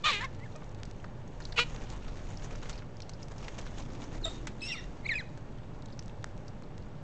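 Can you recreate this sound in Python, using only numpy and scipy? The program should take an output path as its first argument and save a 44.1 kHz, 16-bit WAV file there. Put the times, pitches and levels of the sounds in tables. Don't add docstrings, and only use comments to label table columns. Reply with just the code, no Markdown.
import sys
import numpy as np
from scipy import signal
from scipy.io import wavfile
from scipy.ndimage import uniform_filter1d

SR = 44100
rng = np.random.default_rng(int(sys.argv[2]) if len(sys.argv) > 2 else 0)


def generate_wav(sig):
    pcm = np.round(np.clip(np.atleast_2d(sig).T, -1, 1) * 32767).astype(np.int16)
    wavfile.write(sys.argv[1], SR, pcm)


def nominal_scale(level):
    x = np.asarray(level, float) / 20
    return 10 ** x


N = 310014
CONVERTER_HZ = 16000

# (frequency [Hz], level [dB per Hz])
ROAD_SPECTRUM = [(24, -31), (40, 4.5), (60, -11.5), (114, 2), (310, -13.5), (592, -13.5), (677, -22.5),
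                 (865, -15.5), (1160, -28), (1320, -25.5), (7170, -47.5), (8200, -45), (10700, -90.5),
                 (18000, -120)]
# (frequency [Hz], level [dB])
DRONE = [(50, -68.5), (99.5, -52), (148, -56), (600, -62)]
# (time [s], rumble [dB])
PASSING_CAR = [(1.4, -62.5), (2, -56), (3.3, -64.5), (3.8, -52), (4.4, -49.5), (4.7, -54.5), (5, -59)]

# (time [s], feather rustle [dB])
FLOCK_STIR = [(0, -61), (1.3, -66), (1.5, -56.5), (2.7, -57.5), (2.9, -67), (3.35, -65), (3.45, -54),
              (4.2, -60), (5.1, -61), (5.4, -67), (7.03, -69)]
# (frequency [Hz], level [dB per Hz])
RUSTLE_SPECTRUM = [(150, -10.5), (400, -3.5), (900, -6.5), (1500, -11.5), (3000, -15), (5000, -19.5),
                   (7300, -14), (8500, -31)]
# (time [s], swish [dB], length [s])
WING_STROKES = [(1.72, -60.5, 0.093), (1.823, -57, 0.075), (1.928, -54.5, 0.07), (2.08, -60, 0.032),
                (2.18, -64, 0.075), (2.316, -59, 0.045), (2.446, -57.5, .036), (2.521, -52, 0.027),
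                (2.635, -50.5, 0.012), (2.717, -55.5, 0.11), (2.787, -56, 0.014), (3.217, -57, 0.042),
                (3.318, -54, 0.018), (3.424, -58, 0.13), (3.589, -42.5, 0.017), (3.677, -64, 0.023),
                (3.789, -53.5, 0.046), (3.944, -60, 0.057), (4.036, -56, 0.072), (4.151, -56.5, 0.06),
                (4.32, -58.5, 0.16)]
# (take-off [s], landing [s], push [dB])
FLIGHTS = [
    (1.446, 2.747, -43),
    (3.498, 4.6, -47.5),
    (4.9, 5.6, -53.5),
]
BREEZE_DB, FLIGHT_EDGE_S = -53, .06

# (time [s], peak [dB], ring [Hz], time to fall 60 dB [s])
SEED_CRACKS = [(0.522, -50, 3900, 0.03), (0.999, -46.5, 2790, 0.025), (1.277, -45, 6350, 0.024),
               (1.421, -40, 4320, 0.053), (1.452, -29, 4400, 0.022), (1.5226, -34.5, 4140, 0.033),
               (2.372, -36, 5100, 0.022), (2.445, -42.5, 5330, 0.03), (2.5563, -39, 6000, 0.023),
               (2.7287, -39.5, 4640, 0.047), (2.7775, -41.5, 4680, 0.035), (2.9683, -42, 5530, 0.019),
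               (3.0193, -35.5, 4840, 0.04), (3.1346, -39, 4700, 0.041), (3.192, -52, 3050, 0.034),
               (3.2284, -34.5, 5300, 0.034), (3.3814, -41, 5630, 0.042), (4.0385, -40, 5840, 0.039),
               (5.822, -44.5, 3750, 0.018), (5.8583, -44, 3770, 0.017), (5.885, -48, 3910, 0.013),
               (5.9235, -43.5, 4550, 0.046), (5.9915, -32, 5300, 0.019), (6.025, -51, 3620, 0.029),
               (6.095, -45, 2900, 0.022), (6.227, -46, 3430, 0.012), (6.481, -36, 5230, 0.028),
               (6.6348, -49, 3970, 0.03),
               (0.021, -50.5, 5470, .02), (.154, -42, 6800, .02), (.243, -36.5, 5500, .04),
              (.643, -51, 5740, .02), (.692, -51, 6000, .015), (.716, -53, 6500, .015),
              (.726, -55, 6000, .015), (.7892, -52, 3520, .02), (1.524, -38.5, 1710, 0.019),
              (1.636, -34, 4100, .015), (5.2899, -51, 4300, .02), (5.5837, -48.5, 3500, .02),
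              (5.6331, -53, 3500, .02), (5.7353, -57, 4540, .02), (5.9015, -48, 3780, .02),
              (6.8229, -50, 4620, .02), (6.969, -54, 3500, .02)]

# (time [s], pulse rate [pulses per s], level [dB], roughness [0-1])
SQUAWKS = [
    [(.036, 590, -52, .05), (.043, 590, -28, .15), (.05, 590, -29, .5), (.059, 630, -24.5, .7),
     (.085, 610, -25.5, .85), (.106, 572, -27, .75), (.113, 530, -36, .85), (.13, 470, -50, .7)],
    [(.107, 540, -46, .7), (.114, 500, -31, .6), (.124, 460, -34, .5), (.133, 428, -30.5, .25),
     (.162, 403, -34, .22), (.197, 410, -39, .15), (.212, 460, -50, .4)],
    [(.195, 420, -54, .4), (.21, 455, -39, .6), (.235, 520, -38, .65), (.245, 545, -34, .5),
     (.257, 520, -38, .3), (.265, 500, -60, .3)],
    [(1.559, 485, -55, .2), (1.564, 500, -41, .15), (1.572, 495, -36, .3), (1.58, 460, -30, .7),
     (1.588, 455, -24, .8), (1.598, 475, -25, .45), (1.606, 488, -26, .2), (1.62, 486, -30.5, .25),
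     (1.636, 490, -38, .4), (1.64, 480, -58, .33)],
]
# (chest resonance [dB], beak resonance at start [dB], at end [dB])
POSTURES = [
    (4, 3.5, -1.5),
    (-20, -2, -15),
    (1, -8, -15.5),
    (-10, -16.5, -8.5),
]
# (chest [Hz], throat at start [Hz], at end [Hz], beak at start [Hz], at end [Hz])
MOUTHS = [
    (1200, 2500, 2250, 3450, 3950),
    (1100, 2600, 2300, 3950, 3600),
    (1050, 1750, 2100, 3700, 3500),
    (1300, 2750, 2620, 4400, 4050),
]
THROAT_WIDTHS = [1150, 1250, 800, 850]
CHEST_WIDTH_HZ, BEAK_WIDTH_HZ = 380, 1300
# (frequency [Hz], level [dB])
VALLEYS = [(500, -11.5), (620, -23.5), (800, -19.5), (1700, -16.5), (3300, -19.5), (5000, -30), (8000, -28)]
ODD_FULL_AT_S, ODD_RISE_DB_PER_S = 0.033, 999
JOLT_DB, JOLT_HZ = 2, 400

# (time [s], length [s], peak [dB], first pitch [Hz], last pitch [Hz])
SWELLS = [
    (5.048, .022, -32, 2000, 2400),
    (4.665, 0.053, -43, 2150, 1900),
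    (4.735, .027, -47.5, 1400, 1200),
]
SLIDES = [
    (0.452, 0.021, -53, 1850, 1550),
    (4.712, 0.028, -44, 3500, 2700),
    (5.134, .013, -38.5, 1950, 2970),
          (4.638, .042, -52, 6450, 6750),
    (.256, .024, -51, 1800, 1680),
    (5.072, .012, -54, 1900, 2500),
]
HOLDS = [
    (4.257, 0.059, -39, 3710, 3700),
    (4.306, 0.037, -48.5, 3730, 3690),
]
STEADIES = [
    (4.616, .068, -43, 2580, 2677),
    (4.655, 0.101, -45, 2726, 2820),
]
TAILS = [
    (4.755, .1, -52, 2780, 2760),
    (4.75, .11, -51, 3620, 3700),
    (4.8, .06, -54, 1950, 1900),
    (4.715, .06, -54, 5000, 4300),
    (4.676, .04, -51, 4900, 4900),
    (4.34, .08, -57, 3700, 3700),
]
THIN_NOTES = [
    (.402, 0.045, -47, 1940, 2230),
    (5.03, 0.038, -48, 2140, 2800),
]
FALLS = [
    (4.698, .063, -39, 2826, 1860),
]
LATE_FALLS = [
    (4.759, .045, -45, 2247, 1780),
]
DULL_HOLDS = [
    (4.607, 0.016, -47, 3950, 3400),
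    (4.635, .035, -49.5, 3880, 4050),
    (4.681, 0.059, -41, 3700, 3740),
    (4.72, 0.05, -52, 7900, 7830),
    (4.63, .072, -60, 7680, 7750),
    (4.775, 0.02, -55, 3760, 3700),
]
GRUNTS = [
    (.554, 0.022, -49.5, 613, 620),
    (4.254, 0.031, -40, 662, 641),
]
RASPS = [
    (1.58, .018, -30, 1345, 1235),
    (1.573, .014, -34, 2250, 2150),
    (.206, .03, -43, 1780, 1700),
    (.122, .012, -42, 1100, 1000),
]
# (time [s], pitch [Hz], level [dB], beak opening on the overtones [dB])
LOUD_WHISTLES = [
    [(5.069, 3450, -60, -4), (5.073, 3600, -56, 14), (5.08, 3940, -45, 10), (5.084, 3780, -55, 16),
     (5.088, 2950, -55, 23), (5.092, 2500, -58, 16)],
    [(5.084, 3540, -67, -11), (5.089, 2655, -38, -12), (5.094, 2250, -26, -9), (5.11, 2060, -33, -1),
     (5.12, 1895, -28, -2.5), (5.1285, 1820, -36.5, -3), (5.133, 1770, -32, -1), (5.139, 1725, -42.5, 1),
     (5.16, 1670, -50, 1)],
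    [(5.148, 2765, -56, -4), (5.156, 2470, -30, -0.5), (5.17, 2550, -39, 2), (5.182, 2356, -34.5, -0.5),
     (5.19, 1973, -39, 5), (5.196, 2094, -38, 3), (5.21, 1650, -42.5, 1), (5.224, 1370, -57, -5)],
]
# (time [s], pitch [Hz], level [dB], beak opening on the overtones [dB])
SHRIEK = [(4.215, 4160, -69.5, -20), (4.234, 4300, -58, -21), (4.241, 3940, -41.5, -18),
          (4.246, 3740, -32.5, -6), (4.251, 3640, -29, -4.5), (4.255, 3690, -32, 3.5),
          (4.257, 3640, -50, 6)]

# (share of length before the peak [0-1], rise [dB], sag after it [dB], lateness of the bend [power])
SWELL_SHAPE = (0.89, 18, 3, 2.3)
SLIDE_SHAPE = (0.42, 12, 8.6, 1.4)
HOLD_SHAPE = (.1, 10, 14.5, 1.1)
GRUNT_SHAPE = (0.041, 11, 2, 1.16)
STEADY_SHAPE = (.04, 14, 2.7, 0.9)
FALL_SHAPE = (.4, 9, 9, 2.1)
LATE_FALL_SHAPE = (0.59, 8.1, 1.5, .9)
RELEASE_SHARE, RELEASE_DB = 0.11, 12

# (frequency [Hz], level against the fundamental [dB])
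CLEAR_BEAK = [(3300, -14.5), (4000, -7), (4500, -21.5), (4800, -16), (5300, -28), (6000, -34),
              (7400, -19.5), (9000, -42)]
HOARSE_BEAK = [(5200, -4), (5600, 0.5), (7400, -6.5), (8000, -11.5), (11000, -40)]
SHUT_BEAK = [(1250, -6), (1950, -14), (2600, -12.5)]
RASP_BEAK = [(2600, 3), (4000, -17), (5300, -18)]
FALL_BEAK = [(3800, -15), (5500, -6), (6500, -27)]
DULL_BEAK = [(7300, -14), (11000, -43)]
THIN_BEAK = [(4000, -29), (8000, -41)]
TAIL_BEAK = [(5600, -8), (7300, -21)]
CLEAR_ROUGH, SLIDE_ROUGH, HOLD_ROUGH, GRUNT_ROUGH = .03, .2, .5, .1
RASP_ROUGH, TAIL_ROUGH, STEADY_ROUGH = .5, .9, 0.28

# (time [s], peak [dB], low knock [dB], time to fall 60 dB [s])
SNAPS = [(0.349, -47, -15, 0.022), (0.7473, -43.5, -14, 0.03), (0.912, -40.5, -20, 0.012),
         (1.403, -40.5, -2, 0.074), (3.094, -35, -8.5, 0.029), (3.2838, -39.5, -15, 0.017),
         (3.6662, -42, 3, 0.015), (4.2554, -30, -8, 0.02), (5.3755, -43.5, -1.5, 0.037),
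         (6.0806, -41, -9, 0.012), (6.243, -28, -1.5, 0.0059), (6.3772, -45, -13, 0.02),
         (6.623, -46, 0, 0.015), (6.78, -40, -25, 0.01)]
# (time [s], peak [dB], lowest [Hz], highest [Hz], time to fall 60 dB [s])
KNOCKS = [(0.5546, -46, 2300, 4200, 0.018), (0.5602, -37.5, 4500, 8160, .03),
          (.6205, -41.5, 650, 1390, 0.028), (0.833, -26.5, 800, 5500, 0.014), (0.853, -38, 4000, 8300, .03),
          (1.0425, -35.5, 700, 1660, 0.032), (1.044, -47, 3000, 6500, 0.033),
          (1.7627, -32.5, 1500, 5470, .01), (1.9019, -28.5, 3000, 8300, .01),
          (2.081, -39.5, 700, 4200, 0.076), (2.1718, -39, 1500, 6500, 0.016),
          (2.6946, -30.5, 1000, 7800, 0.074), (2.8223, -39, 700, 1600, 0.038),
          (3.0037, -32, 1500, 6000, 0.021), (3.0945, -36.5, 4000, 7600, 0.034),
          (3.4825, -25, 500, 3230, 0.026), (3.4822, -44, 4500, 7900, 0.055), (3.5848, -43, 2000, 7500, .06),
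          (4.471, -29, 1000, 3300, 0.057), (4.4703, -26.5, 5500, 8600, 0.037),
          (5.089, -42, 1200, 8000, .02), (6.059, -42, 5000, 8300, .02), (5.8226, -46, 5000, 8300, .015),
          (5.858, -40.5, 5500, 8400, .02), (6.034, -49, 6500, 8400, .012),
          (5.9924, -38.5, 1500, 4000, 0.019), (6.025, -43, 1500, 7000, .03),
          (6.2421, -32, 1500, 3830, .008), (4.298, -38, 2000, 7500, .02), (3.032, -47, 2400, 3100, .02),
          (4.617, -44, 2000, 8000, .02)]
SHARPNESS_S = .25
# (time [s], peak [dB], ring [Hz])
FLICKS = [(1.8389, -45, 2920), (1.8708, -54, 2620), (2.0444, -46, 2570), (2.1198, -47, 3150),
          (2.1906, -47, 2860), (2.232, -50, 2720), (2.2704, -47, 3110), (2.3034, -48, 2920),
          (2.4225, -43, 2760), (2.5254, -48, 2680), (2.5822, -47, 3800), (2.7548, -48, 4000),
          (2.7914, -42, 2800), (3.4444, -40, 3770), (3.6114, -40, 4680), (3.671, -39, 3050),
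          (3.7992, -42, 3300), (3.8194, -42, 3620), (3.901, -46, 2940), (4.0187, -38.5, 2610),
          (4.1369, -49, 3040), (4.1524, -43, 3010), (4.1778, -46, 3350)]
FLICK_T60_S, FLICK_DB = .045, -3
# (time [s], peak [dB], time to fall 60 dB [s])
CLAPS = [(2.023, -46, .03), (2.3957, -44, .03), (2.508, -40, 0.044), (2.4217, -44, .05), (2.5519, -41, .05),
         (2.6251, -41.5, 0.046), (2.6551, -40, 0.047), (3.3066, -56, .04), (3.3395, -51, .03),
         (3.4286, -41, 0.048), (3.5853, -40, 0.037), (3.6633, -42.5, 0.038), (3.7591, -53, .03),
         (3.7813, -41, 0.036), (4.0015, -42.5, .03), (4.1187, -48, .03)]

GARDEN_T60_S, GARDEN_DB = .48, -22


def rms_one(x):
    return x / np.sqrt(np.mean(np.abs(x) ** 2) + 1e-20)


def at_hz(points, hz):
    points = np.array(points)
    return np.interp(np.log(hz), np.log(points[:, 0]), points[:, 1])


def in_time(rows):
    s, *columns = np.transpose(rows)
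    start = round(s[0] * SR)
    t = np.arange(start, round(s[-1] * SR)) / SR
    return start, [np.interp(t, s, c) for c in columns]


def drift(hz, size):
    r = np.exp(-2 * np.pi * hz / SR)
    run_in = 500 if hz > 50 else 20000
    white = rng.standard_normal(size + run_in)
    return rms_one(signal.lfilter([1], [1, -2 * r, r * r], white)[run_in:])


def band(x, low_hz, high_hz):
    return signal.sosfilt(signal.butter(2, [low_hz, high_hz], "band", fs=SR, output="sos"), x)


def banded_noise(spectrum, patchy_db, together_db, together_hz):
    edges, out = 36 * 2 ** (np.arange(25) / 3), 0
    white = rng.standard_normal((2, N))
    together = drift(together_hz, size=N)
    for k, (low, high) in enumerate(zip(edges, edges[1:])):
        level_db = at_hz(spectrum, np.sqrt(low * high))
        flicker = np.repeat(drift(400, size=N // 32 + 1), 32)[:N]
        gain = nominal_scale(level_db + patchy_db * flicker + together_db * together)
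        out = out + gain * band(white[k % 2], low, high)
    return rms_one(out)


def road():
    return nominal_scale(-45) * banded_noise(ROAD_SPECTRUM, patchy_db=.8, together_db=.25, together_hz=3)


def motor_drone():
    t, out = np.arange(N) / SR, 0
    for hz, db in DRONE:
        level = nominal_scale(db + 0.98 * drift(4.2, size=N))
        out = out + level * np.sin(2 * np.pi * hz * t + 0.79 * drift(4.8, size=N))
    return out


def passing_car():
    rumble_db = np.interp(np.arange(N) / SR, *np.transpose(PASSING_CAR))
    return nominal_scale(rumble_db) * rms_one(band(rng.standard_normal(N), 217, 342))


def feather_rustle():
    t = np.arange(N) / SR
    swell = nominal_scale(np.interp(t, *np.transpose(FLOCK_STIR)))
    for at, swish_db, length in WING_STROKES:
        swell = swell + nominal_scale(swish_db) * np.exp(-8 * ((t - at) / length) ** 2 / 2)
    grain = nominal_scale(2.8 * np.repeat(drift(9000, size=N // 32 + 1), 32)[:N])
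    return swell * grain * banded_noise(RUSTLE_SPECTRUM, patchy_db=2.0, together_db=.8, together_hz=40)


def pushed_air():
    t = np.arange(N) / SR
    air = nominal_scale(BREEZE_DB)
    for up, down, db in FLIGHTS:
        aloft = (np.tanh((t - up) / FLIGHT_EDGE_S) - np.tanh((t - down) / FLIGHT_EDGE_S)) / 2
        air = air + nominal_scale(db) * aloft
    return air * rms_one(band(rng.standard_normal(N), 14, 42))


def burst(low_hz, high_hz, t60, click):
    t = np.arange(3000) / SR
    grit = rng.standard_normal(len(t)) * nominal_scale(-60 * t / np.clip(t60, .003, .07))
    grit[0] = click
    x = band(grit, low_hz, high_hz)
    return x / np.abs(x).max()


def add_at(out, s, sound):
    out[round(s * SR):][:len(sound)] += sound


def seed_husks():
    out = np.zeros(N + SR)
    for s, peak_db, hz, t60 in SEED_CRACKS:
        ring = burst(.87 * hz, min(1.15 * hz, 9000), t60, click=1)
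        hit = ring + nominal_scale(-8) * burst(2500, 7900, .6 * t60, click=3)
        add_at(out, s, nominal_scale(peak_db - 3.5) * hit)
    return out[:N]


def partial(phase, rough, smear_hz):
    size, rough = len(phase), np.clip(rough, 0, 1)
    noise = drift(smear_hz, size=6500)[:size] * np.cos(phase) + drift(smear_hz, size=6500)[:size] * np.sin(phase)
    steady = np.sin(phase + rng.uniform(0, 0.43))
    return np.sqrt(2 - 2 * rough) * steady + np.sqrt(rough) * noise


def hump(hz, centre_hz, width_hz):
    return 1 / (1 + (2 * (hz - centre_hz) / width_hz) ** 2) ** 1.6


def squawks():
    out = np.zeros(N + SR)
    for rows, posture, mouth, throat_width_hz in zip(SQUAWKS, POSTURES, MOUTHS, THROAT_WIDTHS):
        start, (hz, level_db, rough) = in_time(rows)
        size = len(hz)
        chest_db, open_db, close_db = posture
        chest_hz, throat_from, throat_to, beak_from, beak_to = mouth
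        beak_db = np.linspace(open_db, close_db, size)
        throat_hz = np.linspace(throat_from, throat_to, size)
        beak_hz = np.linspace(beak_from, beak_to, size)
        t = (start + np.arange(size)) / SR
        odd_db = np.minimum(ODD_RISE_DB_PER_S * (t - ODD_FULL_AT_S), 0)
        waver = 1 + .012 * rough * drift(90, size=16000)[:size]
        jolt = nominal_scale(JOLT_DB * rough * np.tanh(drift(JOLT_HZ, size=size)))
        jolt = jolt / np.sqrt(uniform_filter1d(jolt ** 2, size=600))
        phase, voice = np.cumsum(2 * np.pi * hz * waver / SR), 0
        for k in range(1, 21):
            f = k * hz
            chest = nominal_scale(chest_db) * hump(f, chest_hz, CHEST_WIDTH_HZ)
            throat = hump(f, throat_hz, throat_width_hz)
            beak = nominal_scale(beak_db) * (hump(f, beak_hz, BEAK_WIDTH_HZ) + nominal_scale(-18) * hump(f, 6950, 4400))
            gain = chest + throat + beak + nominal_scale(at_hz(VALLEYS, f))
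            gain = gain * nominal_scale(odd_db * (k % 2)) * (f < CONVERTER_HZ / 2)
            hoarse = .85 * rough * np.clip(f / 2400, 0, 1.1) ** 2 + .4 * (f > 4600)
            ringing = -np.pi * np.tanh((f - throat_hz) / 900)
            voice = voice + gain * np.where(f > 1600, jolt, 1) * partial(k * phase + ringing, hoarse, 290)
        loudness = np.sqrt(uniform_filter1d(voice ** 2, size=260) + 1e-12)
        out[start:start + size] += nominal_scale(level_db) * voice / loudness
    return out[:N]


def note(s, length, peak_db, first_hz, last_hz, shape):
    share, rise_db, sag_db, bend = shape
    u = np.linspace(0, 1, num=25)
    knees = [0, min(share, .95 - RELEASE_SHARE), 1 - RELEASE_SHARE, 1]
    level_db = peak_db - np.interp(u, knees, [rise_db, 0, sag_db, sag_db + RELEASE_DB])
    return np.transpose([s + u * length, first_hz + (last_hz - first_hz) * u ** bend, level_db])


def whistle_list():
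    kinds = [
        (SWELLS, SWELL_SHAPE, CLEAR_BEAK, CLEAR_ROUGH),
        (SLIDES, SLIDE_SHAPE, CLEAR_BEAK, SLIDE_ROUGH),
        (HOLDS, HOLD_SHAPE, HOARSE_BEAK, HOLD_ROUGH),
        (STEADIES, STEADY_SHAPE, HOARSE_BEAK, STEADY_ROUGH),
        (TAILS, HOLD_SHAPE, TAIL_BEAK, TAIL_ROUGH),
        (THIN_NOTES, SWELL_SHAPE, THIN_BEAK, CLEAR_ROUGH),
        (FALLS, FALL_SHAPE, FALL_BEAK, SLIDE_ROUGH),
        (LATE_FALLS, LATE_FALL_SHAPE, FALL_BEAK, SLIDE_ROUGH),
        (DULL_HOLDS, HOLD_SHAPE, DULL_BEAK, HOLD_ROUGH),
        (GRUNTS, GRUNT_SHAPE, SHUT_BEAK, GRUNT_ROUGH),
        (RASPS, GRUNT_SHAPE, RASP_BEAK, RASP_ROUGH),
    ]
    notes = [(note(*row, shape), beak, rough) for table, shape, beak, rough in kinds for row in table]
    loud = [(rows, CLEAR_BEAK, CLEAR_ROUGH) for rows in LOUD_WHISTLES]
    return notes + loud + [(SHRIEK, HOARSE_BEAK, CLEAR_ROUGH)]


def whistles():
    out = np.zeros(N + SR)
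    for rows, beak, rough in whistle_list():
        start, (hz, level_db, *opening_db) = in_time(rows)
        for k in (1, 2, 3, 4):
            overtone_db = (at_hz(beak, k * hz) + sum(opening_db)) * (k > 1)
            past_hz = np.maximum(k * hz - CONVERTER_HZ / 2, 0)
            phase = np.cumsum(2 * np.pi * (k * hz - 2 * past_hz) / SR)
            hoarse = np.clip(rough + .06 * (k - 1), 0, 1)
            breath = nominal_scale(-4) * np.sqrt(rough) * partial(phase, 1, 600)
            tone = partial(phase, hoarse, 52) + breath
            out[start:start + len(hz)] += nominal_scale(level_db + overtone_db - 0.0046 * past_hz) * tone
    return out[:N]


def snaps():
    out = np.zeros(N + SR)
    for s, peak_db, knock_db, t60 in SNAPS:
        hit = burst(1700, 7900, t60, click=16) + nominal_scale(knock_db) * burst(700, 1900, 1.3 * t60, click=14)
        add_at(out, s, nominal_scale(peak_db + 4.5) * hit)
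    return out[:N]


def knocks():
    out = np.zeros(N + SR)
    for s, peak_db, low_hz, high_hz, t60 in KNOCKS:
        add_at(out, s, nominal_scale(peak_db) * burst(low_hz, high_hz, t60, click=SHARPNESS_S / t60))
    return out[:N]


def feather_flicks():
    out = np.zeros(N + SR)
    for s, peak_db, hz in FLICKS:
        hit = burst(.6 * hz, min(1.5 * hz, 8000), FLICK_T60_S, click=1)
        add_at(out, s, nominal_scale(peak_db + FLICK_DB) * hit)
    return out[:N]


def wing_claps():
    out = np.zeros(N + SR)
    for s, peak_db, t60 in CLAPS:
        hit = burst(400, 2600, t60, click=4) + nominal_scale(-11) * burst(2600, 7500, t60, click=2)
        add_at(out, s, nominal_scale(peak_db) * hit)
    return out[:N]


def garden(x):
    t = np.arange(SR // 2) / SR
    scattered = rng.standard_normal(len(t)) * (rng.random(len(t)) < .02)
    echoes = band(scattered * nominal_scale(-60 * t / GARDEN_T60_S) * (t > .008), 920, 9800)
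    return nominal_scale(GARDEN_DB) * signal.fftconvolve(x, echoes / np.sqrt(np.sum(echoes ** 2)))[:N]


def scene():
    background = road() + motor_drone() + passing_car() + feather_rustle() + pushed_air()
    near = squawks()
    birds = seed_husks() + whistles() + snaps() + knocks() + feather_flicks() + wing_claps()
    echoes = garden(birds + nominal_scale(-6) * near)
    return (near + birds + echoes + background)[None]


def top_cut(x):
    return signal.sosfilt(signal.butter(12, 8970, fs=SR, output="sos"), x)


def record(dry):
    kept = signal.sosfiltfilt(signal.cheby1(10, .1, CONVERTER_HZ / 2, fs=SR, output="sos"), dry)
    top = signal.sosfilt(signal.butter(6, 6500, "high", fs=SR, output="sos"), kept)
    mirror = top * 2 * np.cos(2 * np.pi * CONVERTER_HZ * np.arange(N) / SR)
    mixed = signal.sosfilt(signal.butter(4, 7600, fs=SR, output="sos"), kept + nominal_scale(15) * mirror)
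    cut = signal.sosfilt(signal.cheby2(12, 70, 9150, fs=SR, output="sos"), mixed)
    offset = .0049
    return top_cut(cut + offset)


dry = scene()
out = record(dry)
generate_wav(out)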